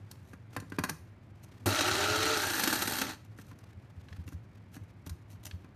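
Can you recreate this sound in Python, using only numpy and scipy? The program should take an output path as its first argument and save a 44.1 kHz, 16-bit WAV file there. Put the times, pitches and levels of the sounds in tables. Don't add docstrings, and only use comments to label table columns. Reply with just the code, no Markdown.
import sys
import numpy as np
from scipy import signal
from scipy.fft import rfft, irfft
from scipy.io import wavfile

SR = 44100
rng = np.random.default_rng(int(sys.argv[2]) if len(sys.argv) > 2 else 0)


def generate_wav(signal):
    frames = np.transpose(np.atleast_2d(signal))
    scaled = np.clip(frames, -1, 1) * 32767
    pcm = np.round(scaled).astype(np.int16)
    wavfile.write(sys.argv[1], SR, pcm)


N = 253575
TIME = np.arange(N) / SR
MAINS_HZ = 50
MOTOR_ON_S, MOTOR_OFF_S = 1.658, 2.331


def from_db(db):
    return 10 ** (np.asarray(db) / 20)


def rms_one(x):
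    return x / np.sqrt(np.mean(x ** 2) + 1e-20)


def drift(rate_hz):
    knots = rng.standard_normal(8000)
    return rms_one(np.interp(TIME * rate_hz, np.arange(len(knots)), knots))


def colour(x, spectrum, resonances=(), size=8192):
    hz = np.maximum(np.arange(size // 2 + 1) * SR / size, 1)
    points = np.array(spectrum)
    db = np.interp(np.log(hz), np.log(points[:, 0]), points[:, 1])
    for centre_hz, width_hz, lift_db in resonances:
        db = db + lift_db / (1 + (2 * (hz - centre_hz) / width_hz) ** 2)
    cepstrum = irfft(np.log(rms_one(from_db(db))))
    cepstrum[1:size // 2] *= 2
    cepstrum[size // 2 + 1:] = 0
    impulse_response = irfft(np.exp(rfft(cepstrum)))
    return signal.fftconvolve(x, impulse_response)[:N]


def add(track, start_s, sound):
    start = max(round(start_s * SR), 0)
    track[start:start + len(sound)] += sound[:max(N - start, 0)]


def bursts(starts_s, levels_db, rise_s, t60):
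    out, age = np.zeros(N), TIME[:SR // 5]
    shape = (1 - np.exp(-age / rise_s)) * from_db(-60 * age / t60)
    shape = shape / shape.max()
    for start_s, level_db in zip(starts_s, levels_db):
        add(out, start_s, from_db(level_db) * shape * rng.standard_normal(len(age)))
    return out


def struck(starts_s, levels_db, modes, press_s, detune):
    out, age = np.zeros(N), TIME[:SR // 2]
    for start_s, level_db in zip(starts_s, levels_db):
        ring = 0
        for pitch_hz, mode_db, t60 in modes:
            cycles = pitch_hz * rng.normal(1, detune) * age + rng.random()
            ring = ring + from_db(mode_db - 60 * age / t60) * np.sin(2 * np.pi * cycles)
        press = 1 - np.exp(-age / press_s)
        add(out, start_s, from_db(level_db) * press * ring)
    return out


def strokes(rows):
    return sum(from_db(peak_db) * np.exp(-2 * np.pi * ((TIME - peak_s) / length_s) ** 2)
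               for peak_s, peak_db, length_s in rows)


# [dB, relative]
AIR_SPECTRUM = [(15, -45), (25, -33), (105, -1), (137, -11.5), (210, -16), (399, -25), (432, -30),
                (520, -28.5), (563, -29.5), (818, -31.5), (1290, -35), (2250, -37.5), (2640, -42.5),
                (2940, -45), (14500, -73.5)]


def kitchen(air_db=-51.5, hum_db=-58, waver_db=2.5):
    air = from_db(air_db) * colour(rng.standard_normal(N), AIR_SPECTRUM)
    hum = from_db(hum_db + waver_db * drift(7.7)) * np.sin(2 * np.pi * 2 * MAINS_HZ * TIME)
    return air + hum


# peak_s [s], peak_db [dB], length_s [s]
PALM_RUBS = [(0.1, -75, .2), (0.56, -58.5, 0.088), (0.77, -60.5, 0.074), (1.58, -66, 0.18),
             (3.62, -74, 0.43), (4.1, -68, 0.34)]
# [dB, relative]
RUB_SPECTRUM = [(150, -11.5), (300, -2), (700, -11.5), (1400, -11), (2800, -17.5), (5000, -20), (9000, -27),
                (14500, -29.5)]


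def palm(resting_db=-75, grain_db=4.5):
    pressure = from_db(resting_db) + strokes(PALM_RUBS)
    grain = from_db(grain_db * drift(120))
    return colour(rng.standard_normal(N) * pressure * grain, RUB_SPECTRUM)


# start_s [s], level_db [dB], pitch_hz [Hz]
ROCKING_BUMPS = [(0.567, -37, 102.6), (0.794, -34, 99), (0.905, -38, 154), (1.612, -51.5, 250),
                 (3.014, -36, 275), (3.764, -38.5, 98.2), (3.971, -39, 83), (4.11, -39.5, 88),
                 (4.184, -32.5, 83.5), (4.258, -39.5, 85.5), (4.337, -34, 82.2), (4.808, -40.5, 91),
                 (5.064, -36.5, 93), (5.105, -32.5, 79), (5.532, -32.5, 88.3)]


def bumps(swell_s=0.012, overtone_db=-13):
    out, age = np.zeros(N), TIME[:SR // 4]
    swell = age / swell_s * np.exp(1 - age / swell_s)
    for start_s, level_db, pitch_hz in ROCKING_BUMPS:
        fundamental = np.sin(2 * np.pi * pitch_hz * age)
        overtone = from_db(overtone_db) * np.sin(2 * np.pi * (2 * pitch_hz * age + rng.random()))
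        add(out, start_s, from_db(level_db) * swell * (fundamental + overtone))
    return out


# peak_s [s], peak_db [dB, relative], length_s [s]
FINGER_SLIPS = [(0.29, -70.5, 0.15), (0.545, -64, 0.027), (1.44, -57.5, 0.026), (3.25, -63, .013),
                (3.391, -60, 0.038), (3.416, -56.5, 0.019), (3.485, -66, 0.071), (4.283, -58, 0.036),
                (4.33, -65.5, 0.04), (4.753, -55.5, 0.057), (4.839, -66, .011), (5.071, -52, 0.022),
                (5.32, -61.5, 0.059), (5.437, -52.5, 0.0087), (5.456, -45, 0.013), (5.472, -46.5, 0.017)]
# [dB, relative]
SCRAPE_SPECTRUM = [(600, -0.5), (1500, -6.5), (2800, -2), (4200, -5.5), (6000, -2), (8000, -5.5),
                   (10000, -6.5), (11200, -5), (13000, -5), (14500, -16)]
# pitch_hz [Hz], width_hz [Hz], lift_db [dB]
CUP_RESONANCES = [(294, 190, 6), (475, 150, -0.5), (610, 39, 8.5), (770, 68, 6.5), (899, 45, 4),
                  (1180, 92, 5.5), (1315, 40, 3.5), (1420, 130, 5.5), (1590, 32, 3), (1830, 210, 2),
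                  (1948, 45, 3), (2686, 340, 5), (3256, 39, 6), (3830, 90, 7), (4137, 200, 7),
                  (4460, 49, 8), (4870, 42, -4.5), (5510, 44, 1.5), (6090, 710, 5.5), (6980, 74, 8.5),
                  (8370, 100, 8), (9500, 640, 4.5), (12600, 2500, 4)]


def slips(level_db=-1.0, grain_db=4.0):
    grain = from_db(level_db + grain_db * drift(600))
    scrape = strokes(FINGER_SLIPS) * grain * rng.standard_normal(N)
    return colour(scrape, SCRAPE_SPECTRUM, CUP_RESONANCES)


# start_s [s], level_db [dB]
FINGERNAIL_TAPS = [(4.085, -52.5), (4.127, -47), (4.278, -50.5), (4.744, -52), (5.469, -54), (5.511, -44)]
# [dB, relative]
NAIL_SPECTRUM = [(900, -18), (1700, -3.5), (2200, -5.5), (2750, -4), (3700, -12), (4800, -12.5),
                 (6500, -23.5), (13000, -43)]


def nail():
    taps = bursts(*np.transpose(FINGERNAIL_TAPS), rise_s=0.0006, t60=0.022)
    return colour(taps, NAIL_SPECTRUM, CUP_RESONANCES)


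# start_s [s], level_db [dB], hardness [0 flat of the hand to 1 bare rim]
LID_KNOCKS = [(0.112, -56.5, 1), (0.333, -48.5, 0.41), (.564, -31, 0.39), (0.6, -51, 0.77),
              (.623, -52.5, .15), (.698, -65.5, 0.91), (.72, -42, .25), (.785, -27.5, 0.11),
              (0.788, -38, 0.67), (.837, -27.5, 0.53), (.846, -38, 0.63), (.888, -40, 0.45),
              (.894, -33, 0.74), (3.386, -48.5, 0.3), (3.513, -52, 0.32), (3.587, -60.5, 0.71),
              (4.276, -52.5, .25), (4.322, -54.5, 0.29), (4.765, -50.5, 0.18), (5.066, -52.5, .1),
              (5.094, -52, 0.93), (5.644, -53.5, 0.31)]
# [dB, relative]
SHELL_SPECTRUM = [(250, -2.5), (480, 3.5), (680, -7.5), (1050, 1), (1300, -6), (1600, 4), (2200, -6.5),
                  (4000, -20), (9000, -56)]
# [dB, relative]
EDGE_SPECTRUM = [(1200, -27), (2800, -2.5), (5000, 6.5), (7500, 2), (10000, 3.5), (11200, -2.5), (13000, 4),
                 (14500, -9.5)]
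# pitch_hz [Hz], level_db [dB, relative], t60_s [s]
SHELL_RING = [(1035, -1.5, .08), (1340, -15.5, 0.2), (1626, -0.5, 0.073), (1730, -9, 0.027),
              (2024, -13, 0.12), (2493, 0, 0.024), (4680, -9.5, 0.044)]
# pitch_hz [Hz], level_db [dB, relative], t60_s [s]
BODY_MODES = [(164.5, -7.5, 0.13), (268, 0.5, 0.048), (327, -5, 0.028), (458, -12.5, 0.031)]


def lid(ring_db=-7.0, edge_db=-26.0, edge_hard_db=37.0, body_db=-31.0, body_hard_db=-18.0,
        body_growth=0.62, light_db=-50):
    starts_s, levels_db, hardness = np.transpose(LID_KNOCKS)
    edge_levels = levels_db + edge_db + edge_hard_db * hardness
    body_levels = body_db + body_growth * (levels_db - light_db) + body_hard_db * hardness
    clack = colour(bursts(starts_s, levels_db, rise_s=0.0006, t60=0.046), SHELL_SPECTRUM, CUP_RESONANCES)
    click = colour(bursts(starts_s, edge_levels, rise_s=0.0033, t60=0.022), EDGE_SPECTRUM, CUP_RESONANCES)
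    ring = struck(starts_s, levels_db + ring_db, SHELL_RING, press_s=0.00045, detune=0.0087)
    knock = struck(starts_s, body_levels, BODY_MODES, press_s=0.0031, detune=0.017)
    return clack + click + ring + knock


def rotor_speed(free_speed_hz=504, half_speed_s=.086, brake_hz_per_s=538):
    driven_s = np.clip(TIME, MOTOR_ON_S, MOTOR_OFF_S) - MOTOR_ON_S
    coasting_s = np.maximum(TIME - MOTOR_OFF_S, 0)
    reached_hz = free_speed_hz * driven_s / (driven_s + half_speed_s)
    return np.maximum(reached_hz - brake_hz_per_s * coasting_s, 0)


# [dB, before the harmonic's own level]
ROTOR_UNBALANCE = [(60, -70), (180, -44), (260, -41), (335, -46), (385, -40), (445, -35.5)]
# [dB, relative]
ROTOR_HARMONICS = [-0.5, -24.5, -15, -20.5]


def motor(speed, turns, inrush_db=-16, inrush_s=0.026, build_s=0.0174, hum_db=-51, wobble_db=2.5,
          rumble_db=-45):
    running = speed > 0
    powered = TIME < MOTOR_OFF_S
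    tone = 0
    for order, level_db in enumerate(ROTOR_HARMONICS, start=1):
        tone = tone + from_db(level_db + wobble_db * drift(25.93)) * np.sin(2 * np.pi * order * turns)
    tone = tone * running * from_db(np.interp(speed, *np.transpose(ROTOR_UNBALANCE)))

    age = np.maximum(TIME - MOTOR_ON_S, 0)
    inrush = from_db(inrush_db) * np.exp(-age / inrush_s) * (1 - np.exp(-age / build_s))
    current = inrush + from_db(hum_db + 2.2 * drift(56)) * powered
    hum = current * np.sin(2 * np.pi * 2 * MAINS_HZ * age)

    jolt = bursts([MOTOR_ON_S], [-26], rise_s=.001, t60=0.26)
    kick = colour(jolt, [(90, -20), (270, -7.5), (700, -15.5), (1200, -21), (4000, -28.5)], CUP_RESONANCES)

    effort = np.sqrt(np.abs(speed) / speed.max())
    shake = running * np.where(powered, 1, .55) * effort * rng.standard_normal(N)
    rumble = from_db(rumble_db) * colour(
        shake, [(30, -30), (60, -6.5), (95, 6.5), (135, -2.5), (300, -20.0), (900, -46.5)])
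    return tone + hum + kick + rumble


def crunch(per_s, size_db, grain_s):
    sizes = from_db(size_db * np.minimum(rng.exponential(1, N), 4))
    strikes = rng.random(N) < per_s / SR
    energy = sizes ** 2 * strikes / per_s
    fade = np.exp(-1 / (grain_s * SR))
    power = signal.lfilter([1], [1, -2 * fade, fade ** 2], energy + 1e-18)
    return power / power.mean()


def hail(per_s, size_db=2.0, grain_s=0.00062, own_share=0.5, count=9):
    shared, own = crunch(per_s, size_db, grain_s), np.clip(own_share, 0, 1)
    edges_hz = np.concatenate([[0], np.geomspace(500, 11500, count - 1), [SR]])
    white, hz = rfft(rng.standard_normal(N)), np.arange(N // 2 + 1) * SR / N
    out = 0
    for low, high in zip(edges_hz, edges_hz[1:]):
        band = irfft(white * (hz >= low) * (hz < high), N)
        power = (1 - own) * shared + own * crunch(per_s / 2, size_db, 2 * grain_s)
        out = out + band * np.sqrt(power)
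    return out


def hollow(flying, speed, flying_hz=1402, sunk_hz=1742, width_hz=380, level_db=-7, rise=.15, wander_hz=45):
    effort = speed / speed.max()
    centre_hz = flying * flying_hz * effort ** rise + (1 - flying) * sunk_hz + wander_hz * drift(14)
    phase = 2 * np.pi * np.cumsum(centre_hz) / SR
    air = (drift(width_hz) * np.sin(phase) + drift(width_hz) * np.cos(phase)) / np.sqrt(2)
    return from_db(level_db) * effort * air


# [dB, relative]
BEAN_CRACKS = [(1.787, -20), (1.807, -16.5), (2.003, -25), (2.156, -21.5), (2.228, -21), (2.253, -23.5),
               (2.595, -20.5), (2.635, -17.5), (2.673, -18), (2.726, -20), (2.754, -24.5), (2.82, -20.5),
               (2.874, -22), (2.935, -30), (2.984, -27), (3.014, -18.5), (3.097, -29)]
# [dB, relative]
FLUNG_SPECTRUM = [(100, -29.5), (205, -19.5), (330, -4.5), (420, -7.5), (500, -11), (620, -6.5), (700, -10),
                  (850, -5.5), (1060, -14), (1320, -4.5), (2200, -10.5), (4400, -11.5), (6500, -16),
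                  (10500, -25), (14500, -27.5)]
# [dB, relative]
TUMBLING_SPECTRUM = [(100, -8.5), (260, -2.5), (560, -6.5), (680, -14), (840, -1.5), (1020, -10),
                     (1650, -2.5), (2250, -10), (4200, -8.5), (7000, -12), (9500, -11.5), (10600, -21.5),
                     (12700, -8), (14500, -27)]


def beans(speed, turns, whirl_db=-30.5, whirl_growth=0.24, hits_per_turn=1.5, least_per_s=400,
          clump_db=0.7, swirl=0.13, flung_db=-0.5, tumbling_db=-3.0, hit_db=-7.0, settle_s=0.11,
          stall_speed=25, rolling_speed=70, rolling_hz=5500):
    per_s = least_per_s + hits_per_turn * speed
    clumps = from_db(whirl_db + clump_db * drift(110))
    level = clumps * (speed / speed.max()) ** whirl_growth * np.tanh(speed / stall_speed)
    stream = level * hail(per_s) * (1 + swirl * np.sin(2 * np.pi * turns))
    starts_s, levels_db = np.transpose(BEAN_CRACKS)
    hits = bursts(starts_s, levels_db + hit_db, rise_s=0.0027, t60=0.043)

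    flying = np.exp(-np.maximum(TIME - MOTOR_OFF_S, 0) / settle_s)
    flung = colour(flying * (from_db(flung_db) * stream + hits), FLUNG_SPECTRUM, CUP_RESONANCES)
    sunk = (1 - flying) * (from_db(tumbling_db) * stream + hits)
    tumbling = colour(sunk, TUMBLING_SPECTRUM, CUP_RESONANCES)
    rolling = np.clip(2 * (1 - speed / rolling_speed) + .5, 0, 1)
    dull = signal.sosfilt(signal.butter(1, rolling_hz, fs=SR, output="sos"), tumbling)
    tumbling = (1 - rolling) * tumbling + rolling * dull
    return flung + tumbling + level * hollow(flying, speed)


def scatter(x, t60, build_s):
    age = TIME[:SR * 3 // 4]
    tail = rng.standard_normal(len(age)) * (1 - np.exp(-age / build_s)) * from_db(-60 * age / t60)
    return signal.fftconvolve(x, tail / np.linalg.norm(tail))[:N]


# [dB, relative]
ROOM_SPECTRUM = [(60, -4.5), (200, 1.5), (1500, -2.5), (6000, -2), (14000, -3)]


def room(contacts, level_db=-12.5):
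    return from_db(level_db) * colour(scatter(contacts, t60=0.35, build_s=0.0015), ROOM_SPECTRUM)


def scene():
    speed = rotor_speed()
    turns = np.cumsum(speed * (1 + 0.0012 * drift(50.8))) / SR
    contacts = slips() + nail() + lid() + beans(speed, turns)
    mono = kitchen() + palm() + bumps() + room(contacts) + motor(speed, turns) + contacts
    return np.array([mono, mono])


def record(dry, low_hz=50.3, cutoff_hz=14350):
    thin = signal.sosfilt(signal.butter(1, low_hz, "high", fs=SR, output="sos"), dry)
    return signal.sosfilt(signal.ellip(10, .2, 70, cutoff_hz, fs=SR, output="sos"), thin)


dry = scene()
out = record(dry)
generate_wav(out)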